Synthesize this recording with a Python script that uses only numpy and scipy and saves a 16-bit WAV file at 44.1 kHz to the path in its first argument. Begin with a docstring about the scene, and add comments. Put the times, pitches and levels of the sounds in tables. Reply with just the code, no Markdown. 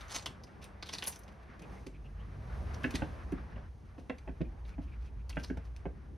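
"""Squirrel in a shed door

A squirrel close to a two-port microphone scrabbles over soil and a ribbed mat, then hops on a plywood floor.
Paws are noisy rolls of knocks that ring the board's modes; claws are dense filtered ticks; the shed adds a tail.
Outside, beating tones and wavering engine orders drone and rev past over shaped-noise rumble, traffic wash
and hiss; faint far chirps are short bursts of noise in a loose band."""
import sys
import numpy as np
from scipy import signal
from scipy.fft import rfft, irfft
from scipy.io import wavfile

SR = 44100
rng = np.random.default_rng(int(sys.argv[2]) if len(sys.argv) > 2 else 0)


def makeup_ratio(level_db):
    """Linear amplitude ratio for a level in decibels (20 dB per factor of ten)."""
    decades = np.asarray(level_db, float) / 20
    return 10 ** decades


def transcribe(signal):
    """Save signal, clipped to [-1, 1], as a 16-bit WAV file at the path in sys.argv[1]."""
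    frames = np.atleast_2d(signal).T
    limited = np.clip(frames, -1, 1)
    pcm = np.round(limited * 32767).astype(np.int16)
    wavfile.write(sys.argv[1], SR, pcm)


N = 272124   # length in samples

# The outdoors. Each row: time in seconds, then levels in dB of rumble, exhaust roar, the lower band of
# traffic wash, and rustle.
OUTDOOR_LEVELS = [(0.0, -50, -67.5, -58.5, -65), (0.31, -54.5, -56, -62, -79),
                  (0.8, -54, -60.5, -64, -79.5), (1.0, -58.5, -58, -62, -62),
                  (1.3, -54, -61.5, -63.5, -79.5), (1.58, -62, -60, -61.5, -80),
                  (1.74, -53, -53.5, -58.5, -69), (1.95, -53.5, -59, -69, -80), (2.4, -55, -58, -61, -76),
                  (2.56, -43, -56.5, -56, -70), (2.94, -43, -49, -55, -67), (3.4, -45, -59.5, -59, -76),
                  (3.6, -50, -54.5, -61, -78.5), (3.7, -51.5, -62, -71, -80),
                  (4.11, -52.5, -59.5, -68, -78.5), (4.5, -50.5, -59.5, -66.5, -80),
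                  (5.26, -47, -59, -68.5, -81.5), (5.4, -49, -54.5, -68, -68.5),
                  (5.59, -46, -61.5, -66.5, -80.5), (6.17, -50.5, -57, -69.5, -81)]
# Spectra of the outdoor layers. Each row: frequency in Hz, relative density in dB per Hz.
RUMBLE_SPECTRUM = [(22, -23), (35, -8), (55, 2), (80, 2.5), (105, -6.5), (150, -13.5)]
ROAR_SPECTRUM = [(80, -16.5), (125, -1), (190, -2), (280, -8.5), (420, -12), (650, -33.5)]
WASH_SPECTRUM = [(300, -1), (480, 3.5), (800, 2.5), (1200, -4), (1700, -6), (2400, -13), (3500, -22.5),
                 (6000, -29.5)]
HISS_SPECTRUM = [(880, -37), (1500, -10.5), (2300, -3), (3400, -5.5), (4700, -7.5), (6600, -7.5),
                 (7000, -22), (8000, -22), (8500, -13), (10500, -15), (12300, -18), (13200, -34),
                 (15500, -41.5)]
STEADY_HISS_DB = -86   # hiss that never changes

# A deep drone of two neighbouring tones that beat. 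Each row: time in seconds, lower and upper tone in Hz,
# lower and upper level in dB.
DRONE_TONES = [(1.3, 47.5, 59.6, -72, -57), (1.8, 50.1, 58.8, -56, -54.5), (2.2, 50.4, 63.4, -44.5, -69),
               (2.43, 49.9, 63.6, -52.5, -52), (2.55, 50.5, 66.46, -41.5, -41),
               (2.95, 51.94, 68.85, -65, -53.5), (3.3, 52.6, 64.12, -57, -46.5),
               (3.55, 52.75, 59.05, -45.5, -60), (4.1, 53, 58.6, -72, -60),
               (4.3, 53.43, 58.4, -47.5, -47.5), (5.0, 53.21, 58.84, -46.5, -45.5),
               (5.6, 52.8, 58.6, -50.5, -43.5), (6.17, 51.7, 56.7, -61, -57)]
IN_STEP_S = 4.84   # a moment at which the two tones are in step
# Engine revving past outside. Each row: time in seconds, firing rate in Hz, common level of its orders in dB.
ENGINE_REVS = [(1.6, 44.73, -57), (1.92, 45.52, -63), (2.16, 48.8, -52.5), (2.28, 46.93, -51.5),
               (2.78, 62.14, -50), (2.85, 67.9, -67), (2.95, 68.9, -68), (3.43, 59, -55.5),
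               (3.58, 52.3, -50.5), (3.7, 50.06, -63)]
# Engine orders. Each row: multiple of the firing rate, level in dB relative to the common level.
ENGINE_ORDERS = [(2, 0.5), (3, -4.5), (4, -13)]
# A far motor that fades out. Each row: time in seconds, level in dB.
HUM_LEVEL = [(0, -72), (1.3, -67.5), (1.6, -81), (6.17, -88)]
HUM_HZ = 197.8
# Faint far chirps. Each row: time in seconds (10 ms after the onset), peak in dB, pitch in Hz.
FAR_CHIRPS = [(1.4895, -57, 2150), (1.6228, -52, 2560), (1.761, -53, 2100), (1.9412, -56, 2480),
              (2.049, -55.5, 2670), (2.1974, -58, 2970), (4.4454, -59, 2420), (4.7234, -55, 2480),
              (4.8738, -59.5, 2530), (4.921, -56, 2470), (5.0672, -61, 2500), (5.19, -61.5, 2460),
              (5.6084, -64, 2370)]
CHIRP_S = 0.047

# Diffuse sound at the two microphone ports. Each row: frequency in Hz, side gain in dB.
PORT_SPREAD = [(60, -16.5), (160, -9.5), (450, -5), (2000, -3), (3200, -11.5), (4000, -20), (6500, -31),
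               (6950, 15), (8000, 9), (9800, -4.5), (10800, -19.5), (12200, -23), (13200, 16.5),
               (16000, 12)]
# Near sound at the two microphone ports. Each row: frequency in Hz, phase in radians by which left leads.
PORT_LEAD = [(100, -1.5), (700, 0.5), (1700, 1), (2600, 0), (6500, 0.2), (6850, 4.5), (7600, 5), (9000, 2),
             (10500, -0.2), (12300, -11.2), (13200, -1.5), (14200, -2.5), (16000, 0)]
SHED_T60_S, SHED_DB = 0.2, -13

# Claws on a rough surface. Each row: frequency in Hz, relative density in dB per Hz.
CLAW_SPECTRUM = [(300, -1.5), (585, -5.5), (1070, -0.5), (1300, -8.5), (2200, -3), (3430, -2.5), (4500, -3),
                 (6500, -7), (7400, -19), (8400, -8), (11400, -21), (13000, -17), (14000, -32),
                 (15400, -27), (16200, -47)]
# Claws catching briefly. Each row: peak time in seconds, level in dB, brightest frequency in Hz,
# top-octave level in dB (-16.5 leaves the plain claw spectrum).
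CLAW_TICKS = [(0.0111, -49, 3570, -16), (0.0832, -56, 6400, -15), (0.2262, -50, 6500, -16),
              (0.2615, -33, 2970, -16.5), (0.4382, -52, 5030, -12.5), (0.6431, -50.5, 3430, -7.5),
              (0.8277, -39, 4540, -23), (0.892, -39.5, 3260, -19.5), (0.9851, -38.5, 3940, -12.5),
              (1.0253, -36.5, 2940, -19), (1.028, -38.5, 1674, -35.5), (1.04, -42.5, 5900, 0),
              (1.0495, -42, 3280, -27), (1.0851, -40.5, 9100, 2), (1.1599, -49, 5900, -11),
              (1.1918, -55.5, 10930, 1), (1.236, -61, 5630, -5), (1.282, -55.5, 2040, -19),
              (1.3225, -68, 1690, -11), (1.596, -58, 1840, -16), (1.622, -58, 2580, -9.5),
              (1.868, -50, 2180, -15), (2.9088, -45.5, 2500, -11.5), (3.3218, -58, 1706, -7),
              (4.0985, -49, 1978, -32), (4.1848, -55.5, 2130, -17.5), (4.4157, -52.5, 2490, -27),
              (4.651, -61, 3600, -33), (5.2967, -46, 4580, -11), (5.306, -49, 2170, -30),
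              (5.329, -52, 2540, -40), (5.4432, -44, 4250, -15), (5.5734, -57.5, 2210, -14),
              (5.765, -55, 2620, -14.5)]
TICK_RISE_MS, TICK_FADE_MS = 5.0, 37
# Claws dragging. Each row: peak time in seconds, level in dB, brightest frequency in Hz, rise in ms,
# fade to -60 dB in ms.
CLAW_DRAGS = [(0.099, -53.5, 3480, 7.8, 150), (0.1255, -44.5, 7200, 43, 66), (0.1472, -44, 5560, 15.2, 89),
              (0.164, -35, 6800, 32.6, 35), (0.19, -47, 4500, 39, 44), (0.6287, -54.5, 2430, 18.3, 140),
              (0.8591, -51.5, 3860, 2.76, 310), (0.9375, -38, 5600, 17, 34), (0.9519, -43, 4150, 34, 48),
              (1.0775, -32.5, 11000, 16.6, 64), (1.1269, -50, 6000, 9, 84), (2.7458, -52, 5760, 13.4, 51),
              (2.8348, -52, 2990, 5.6, 190), (2.9464, -52, 3380, 17, 390), (2.96, -35, 1850, 15.6, 24),
              (3.994, -66, 2620, 28, 130), (4.694, -63, 2130, 56, 99), (5.3596, -61.5, 2400, 18, 56),
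              (5.4, -56.5, 2800, 22, 88), (5.439, -47.5, 5500, 10.4, 39), (5.484, -63.5, 5820, 30, 180)]
DRAG_TOP_DB, SQUEAK_HZ, SQUEAK_DB = -15, 8000, 11   # drags brighter than SQUEAK_HZ gain SQUEAK_DB on top
STRAYS, STRAY_DB, STRAY_HZ = 12, -65.5, 2370   # faint scuffs: number, loudest level, central pitch

# Paws landing on the board. Each row: landing in seconds, peak of the push in dB, favoured low pitch in Hz,
# peaks of the middle modes and of the claw-tip modes in dB relative to the push.
PAW_LANDINGS = [(1.723, -52, 231, -26, -6), (1.867, -37.5, 345, -10, -21), (2.844, -25.5, 288, -11.5, 2.5),
                (2.942, -28.5, 275, -19, -14), (3.023, -25.5, 234, -4.5, -6), (3.325, -27, 294, -18, -17.5),
                (3.562, -44.5, 228, -5.5, -6), (3.983, -41, 282, -4, -13.5), (4.1, -31, 280, 1, -1),
                (4.278, -40, 349, -1, -5), (4.289, -35.5, 203, -7.5, -12.5), (4.41, -23.5, 276, -13, -22),
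                (4.784, -30.5, 232, -15, -23.5), (5.372, -28.5, 239, -4, 0), (5.503, -25.5, 355, -14, -11),
                (5.575, -37.5, 222, 0.5, -6), (5.858, -30, 420, -4.5, -14)]
# Plywood modes: 7 low, 8 middle, the rest high. Each row: nominal frequency in Hz, nominal level in dB,
# free ring time (t60) in seconds.
BOARD_MODES = [(136, 2, 0.062), (178.7, 0.5, 0.058), (230.5, 0, 0.066), (280, 1.5, 0.075),
               (335, -2.5, 0.04), (349, -0.5, 0.17), (408, -1, 0.097), (485, 1.5, 0.032), (550, -2.5, 0.1),
               (599, -1.5, 0.069), (720, -5.5, 0.025), (785, -9, 0.034), (918, -1, 0.017), (929, -6, 0.035),
               (1056, -14.5, 0.051), (1172, -13, 0.054), (1363, -4.5, 0.071), (1621, 0, 0.038),
               (1850, -3, 0.032), (2130, -1.5, 0.011), (2365, -5, 0.035), (2588, -2, 0.035),
               (2894, -6, 0.029), (3170, -7.5, 0.022)]
RING_CYCLES, DAMPED_S = 15, 0.01   # the resting paw caps a ring at this many cycles plus this time
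TIP_LOW_HZ, TIP_HIGH_HZ = 1450, 2100   # range of the pitch that a claw tip favours
BOARD_PAN_DB = -2.5   # left relative to right: the board lies a little to the right


def at_hz(points, hz):
    """Read a spectrum table on a log-frequency axis."""
    p = np.array(points)
    return np.interp(np.log(hz + 1), np.log(p[:, 0] + 1), p[:, 1])


def in_time(rows):
    """Columns of a curve table, one value a sample."""
    s, *columns = np.transpose(rows)
    return [np.interp(np.arange(N) / SR, s, c) for c in columns]


def drift(corner_hz):
    """Slow random wander of spread 1: noise through two equal low-pass poles, drawn every 40 samples."""
    r = np.exp(-2 * np.pi * corner_hz * 40 / SR)
    noise = rng.standard_normal(N // 40 + 2002)
    slow = signal.lfilter([1], [1, -2 * r, r * r], noise)[2000:]   # skip the filter's settling
    slow /= np.sqrt(np.mean(slow ** 2))
    return np.interp(np.arange(N) / 40, np.arange(len(slow)), slow)


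def ring(x, hz, t60):
    """A resonator: a unit click sets a decaying sine of starting height 1 ringing."""
    r, w = makeup_ratio(-60 / (t60 * SR)), 2 * np.pi * hz / SR
    return signal.lfilter([0, np.sin(w)], [1, -2 * r * np.cos(w), r * r], x)


def add(out, s, sound, peak_db):
    """Lay a sound into the track at its moment and peak."""
    i = max(round(s * SR), 0)
    part = sound[:N - i] * makeup_ratio(peak_db) / np.max(np.abs(sound))
    out[..., i:i + len(part)] += part


def minimum_phase(gain):
    """The causal filter with this gain, by folding the cepstrum."""
    cepstrum = irfft(np.log(gain + 1e-6))
    cepstrum[1:len(gain) - 1] *= 2
    cepstrum[len(gain):] = 0
    return np.exp(rfft(cepstrum))


def spread(mid_side):
    """Left and right from two unrelated signals, the side coloured by the microphone ports."""
    side_gain = makeup_ratio(at_hz(PORT_SPREAD, np.fft.rfftfreq(N, 1 / SR)))
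    mid, side = mid_side[0], irfft(rfft(mid_side[1]) * side_gain, N)
    return np.array([mid + side, mid - side])


def diffuse(spectrum, patchy_db):
    """Shaped noise from all round, mid rms 1 before its level flickers by patchy_db."""
    hz = np.fft.rfftfreq(N, 1 / SR)
    low_cut = np.minimum(hz / spectrum[0][0], 1) ** 3
    shape = makeup_ratio(at_hz(spectrum, hz)) * (hz < spectrum[-1][0]) * low_cut
    noise = irfft(rfft(rng.standard_normal((2, N))) * shape, N)
    return makeup_ratio(patchy_db * drift(9.4)) * spread(noise / np.std(noise[0]))


def outdoors():
    """Rumble, exhaust roar, traffic wash and hiss: bands of diffuse noise, each following its level curve."""
    rumble_db, roar_db, wash_db, rustle_db = in_time(OUTDOOR_LEVELS)
    rumble = makeup_ratio(rumble_db) * diffuse(RUMBLE_SPECTRUM, patchy_db=0.0)
    roar = makeup_ratio(roar_db) * diffuse(ROAR_SPECTRUM, patchy_db=2.2)
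    wash_low = diffuse(WASH_SPECTRUM[:4], patchy_db=1.2)
    wash_high = diffuse(WASH_SPECTRUM[3:], patchy_db=2.2)
    wash = makeup_ratio(wash_db) * (wash_low + 0.7 * wash_high)
    hiss_level = np.hypot(makeup_ratio(rustle_db), makeup_ratio(STEADY_HISS_DB))   # powers add
    return rumble + roar + wash + hiss_level * diffuse(HISS_SPECTRUM, patchy_db=0.4)


def far_hum():
    """A far motor: one steady tone with slight wander in level and phase."""
    t = np.arange(N) / SR
    level = makeup_ratio(in_time(HUM_LEVEL)[0] + 2.5 * drift(5.7))
    return np.sqrt(2) * level * np.sin(2 * np.pi * HUM_HZ * t + 0.5 * drift(7.2))


def drone():
    """Two neighbouring low tones throb as they slip in and out of step."""
    low_hz, high_hz, low_db, high_db = in_time(DRONE_TONES)
    phase = 2 * np.pi * np.cumsum([low_hz, high_hz], axis=1) / SR
    phase = phase - phase[:, [int(IN_STEP_S * SR)]] + 0.6 * drift(8.2)
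    fade_in = np.clip((np.arange(N) / SR - 1.1) / 0.39, 0, 1)
    return np.sqrt(2) * fade_in * np.sum(makeup_ratio(np.array([low_db, high_db])) * np.sin(phase), axis=0)


def engine():
    """Multiples of the firing rate rise and fall with the revs, wavering as they cross open ground."""
    t = np.arange(N) / SR
    hz, orders_db = in_time(ENGINE_REVS)
    phase = 2 * np.pi * np.cumsum(hz) / SR
    fade = np.clip((t - 1.4) / 0.59, 0, 1) * np.clip((4.0 - t) / 0.33, 0, 1)
    out = np.zeros(N)
    for k, db in ENGINE_ORDERS:
        level = makeup_ratio(orders_db + db + 2.5 * drift(4.2))
        out += fade * level * np.sin(k * phase + 1.67 * drift(6.7))
    return np.sqrt(2) * out


def chirps():
    """Short breathy peeps far off: noise in a loose band."""
    out, t = np.zeros(N), np.arange(SR // 5) / SR
    shape = np.sin(np.pi * np.clip(t / CHIRP_S, 0, 1))
    for s, peak_db, hz in FAR_CHIRPS:
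        breath = ring(rng.standard_normal(len(t)), hz, 0.009)
        add(out, s - 0.01, shape * breath, peak_db)
    return out


def shed(x):
    """The walls answer with a dense decaying tail from all round."""
    t = np.arange(SR // 2) / SR
    tail = rng.standard_normal((2, len(t))) * makeup_ratio(-60 * t / SHED_T60_S) * (t > 0.004)
    tail = signal.lfilter([1], [1, -0.5], tail)   # duller than white
    tail /= np.sqrt(np.sum(tail ** 2, axis=1, keepdims=True))
    mono = x.mean(axis=0, keepdims=True)
    return makeup_ratio(SHED_DB) * spread(signal.fftconvolve(mono, tail, axes=1)[:, :N])


def ports(x):
    """A near source reaches the two microphone ports with a phase step that depends on pitch."""
    half = at_hz(PORT_LEAD, np.fft.rfftfreq(N, 1 / SR)) / 2
    return irfft(rfft(x) * np.exp(1j * np.array([half, -half])), N)


def claw_rows():
    """Ticks, drags and random strays as rows (s, dB, brightest Hz, top dB, rise ms, fade ms)."""
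    rows = [(*row, TICK_RISE_MS, TICK_FADE_MS) for row in CLAW_TICKS]
    for s, db, hz, rise, fade in CLAW_DRAGS:
        rows.append((s, db, hz, DRAG_TOP_DB + SQUEAK_DB * (hz > SQUEAK_HZ), rise, fade))
    busy = np.cumsum(makeup_ratio(in_time(OUTDOOR_LEVELS)[-1] / 2))   # strays are likelier where the rustle is loud
    for when, size, pitch, length in rng.random((STRAYS, 4)):
        s = np.searchsorted(busy, when * busy[-1]) / SR
        hz = STRAY_HZ * 2 ** (pitch - 0.5)
        rows.append((s, STRAY_DB - 4.3 * size, hz, DRAG_TOP_DB, 5 + 30 * length, 30 + 120 * length))
    return rows


def scratches():
    """Claw tips skip over the grain: dense uneven ticks swell, catch once and fade, leaving a faint drag."""
    size = 8192
    out = np.zeros(N + size)
    ms, hz = np.arange(size) / SR * 1000, np.fft.rfftfreq(size, 1 / SR)
    for s, level_db, bright_hz, top_db, rise, t60 in claw_rows():
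        rise, t60 = max(rise, 0.5), max(t60, 10)
        born, big, sign = rng.random((3, size))
        # the tick rate stutters as the claw slips and holds
        chance = 0.1 * 2 ** np.sin(ms * (0.7 + born[1]) + 6 * born[0])
        height = np.minimum((1 - big) ** -0.35, 6)   # many small ticks, few large
        ticks = (born < chance) * height * np.sign(sign - 0.5)
        ticks[np.argmin(abs(ms - rise))] = 2.4   # the catch
        after = np.maximum(ms - rise, 0)
        fade = makeup_ratio(-60 * after / t60) + 0.082 * makeup_ratio(-60 * after / 125.0)
        swell = np.minimum(ms / rise, 1) ** 1.34 * fade
        hump_db = 9.0 * np.exp(-(np.log2((hz + 1) / bright_hz) / 0.25) ** 2)
        tilt_db = (top_db + 16.5) * np.clip(np.log2((hz + 1) / 5000), -0.6, 1)
        colour = makeup_ratio(at_hz(CLAW_SPECTRUM, hz) + hump_db + tilt_db) * np.minimum(hz / 300, 1) ** 2
        sound = irfft(rfft(swell * ticks) * minimum_phase(colour), size)
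        # the pad drags a little later and duller
        scuff = signal.lfilter([1], [1, -1.6, 0.68], np.roll(swell, 180) ** 0.84 * ticks)
        sound += makeup_ratio(-12.5) * scuff * np.std(sound) / np.std(scuff)
        i = max(round((s - rise / 1000) * SR), 0)
        out[i:i + size] += makeup_ratio(level_db) * sound * np.sqrt(np.sum(swell ** 2) / np.sum(sound ** 2))
    return out[:N]


def favour(modes, rings, hz):
    """Sum ringing modes, 8 dB weaker per octave away from the favoured pitch."""
    return sum(makeup_ratio(-8.0 * abs(np.log2(f / hz))) * r for (f, _, _), r in zip(modes, rings))


def paws():
    """Toes land in a quick uneven roll that rings the hollow board; the spot struck favours one pitch."""
    out, size = np.zeros(N), SR // 6
    t = np.arange(size) / SR
    for s, peak_db, hz, mid_db, tip_db in PAW_LANDINGS:
        # fur and grit rub while the paw settles
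        roll = 0.068 * rng.standard_normal(size) * np.exp(-t / 0.012)
        knock_s = np.r_[0, rng.random(7)] ** 1.5 * 0.009
        roll[(knock_s * SR).astype(int)] += np.r_[1.2, 1.5 * rng.random(7) - 0.5]
        rings = []
        for k, (f, db, t60) in enumerate(BOARD_MODES):
            height = makeup_ratio(db + 4.8 * (rng.random() - 0.5)) * (-1) ** k
            mode_hz = f * (1 + 0.082 * (rng.random() - 0.5))
            rings.append(height * ring(roll, mode_hz, min(t60, RING_CYCLES / f + DAMPED_S)))
        low = favour(BOARD_MODES[:7], rings[:7], hz)
        push = signal.lfilter([1], [1, -0.9], low)   # pads are soft: the push is rounded
        tip = favour(BOARD_MODES[15:], rings[15:], rng.uniform(TIP_LOW_HZ, TIP_HIGH_HZ))
        add(out, s - 0.0035, push, peak_db)
        add(out, s - 0.003, sum(rings[7:15]), peak_db + mid_db)
        add(out, s - 0.003, tip, peak_db + tip_db)
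    return out * makeup_ratio([[BOARD_PAN_DB / 2], [-BOARD_PAN_DB / 2]])


def scene():
    """Squirrel close by in the shed, the outdoors around it."""
    background = outdoors() + far_hum() + drone() + engine() + chirps()
    squirrel = scratches() + paws()
    return background + shed(squirrel) + ports(squirrel)


def band_limit(x):
    """A steep low-pass at the top of the band."""
    return signal.sosfilt(signal.butter(12, 16420, fs=SR, output="sos"), x)


def record(dry):
    """Take the finished mix from the microphone to the file's signal."""
    return band_limit(dry)


dry = scene()
out = record(dry)
transcribe(out)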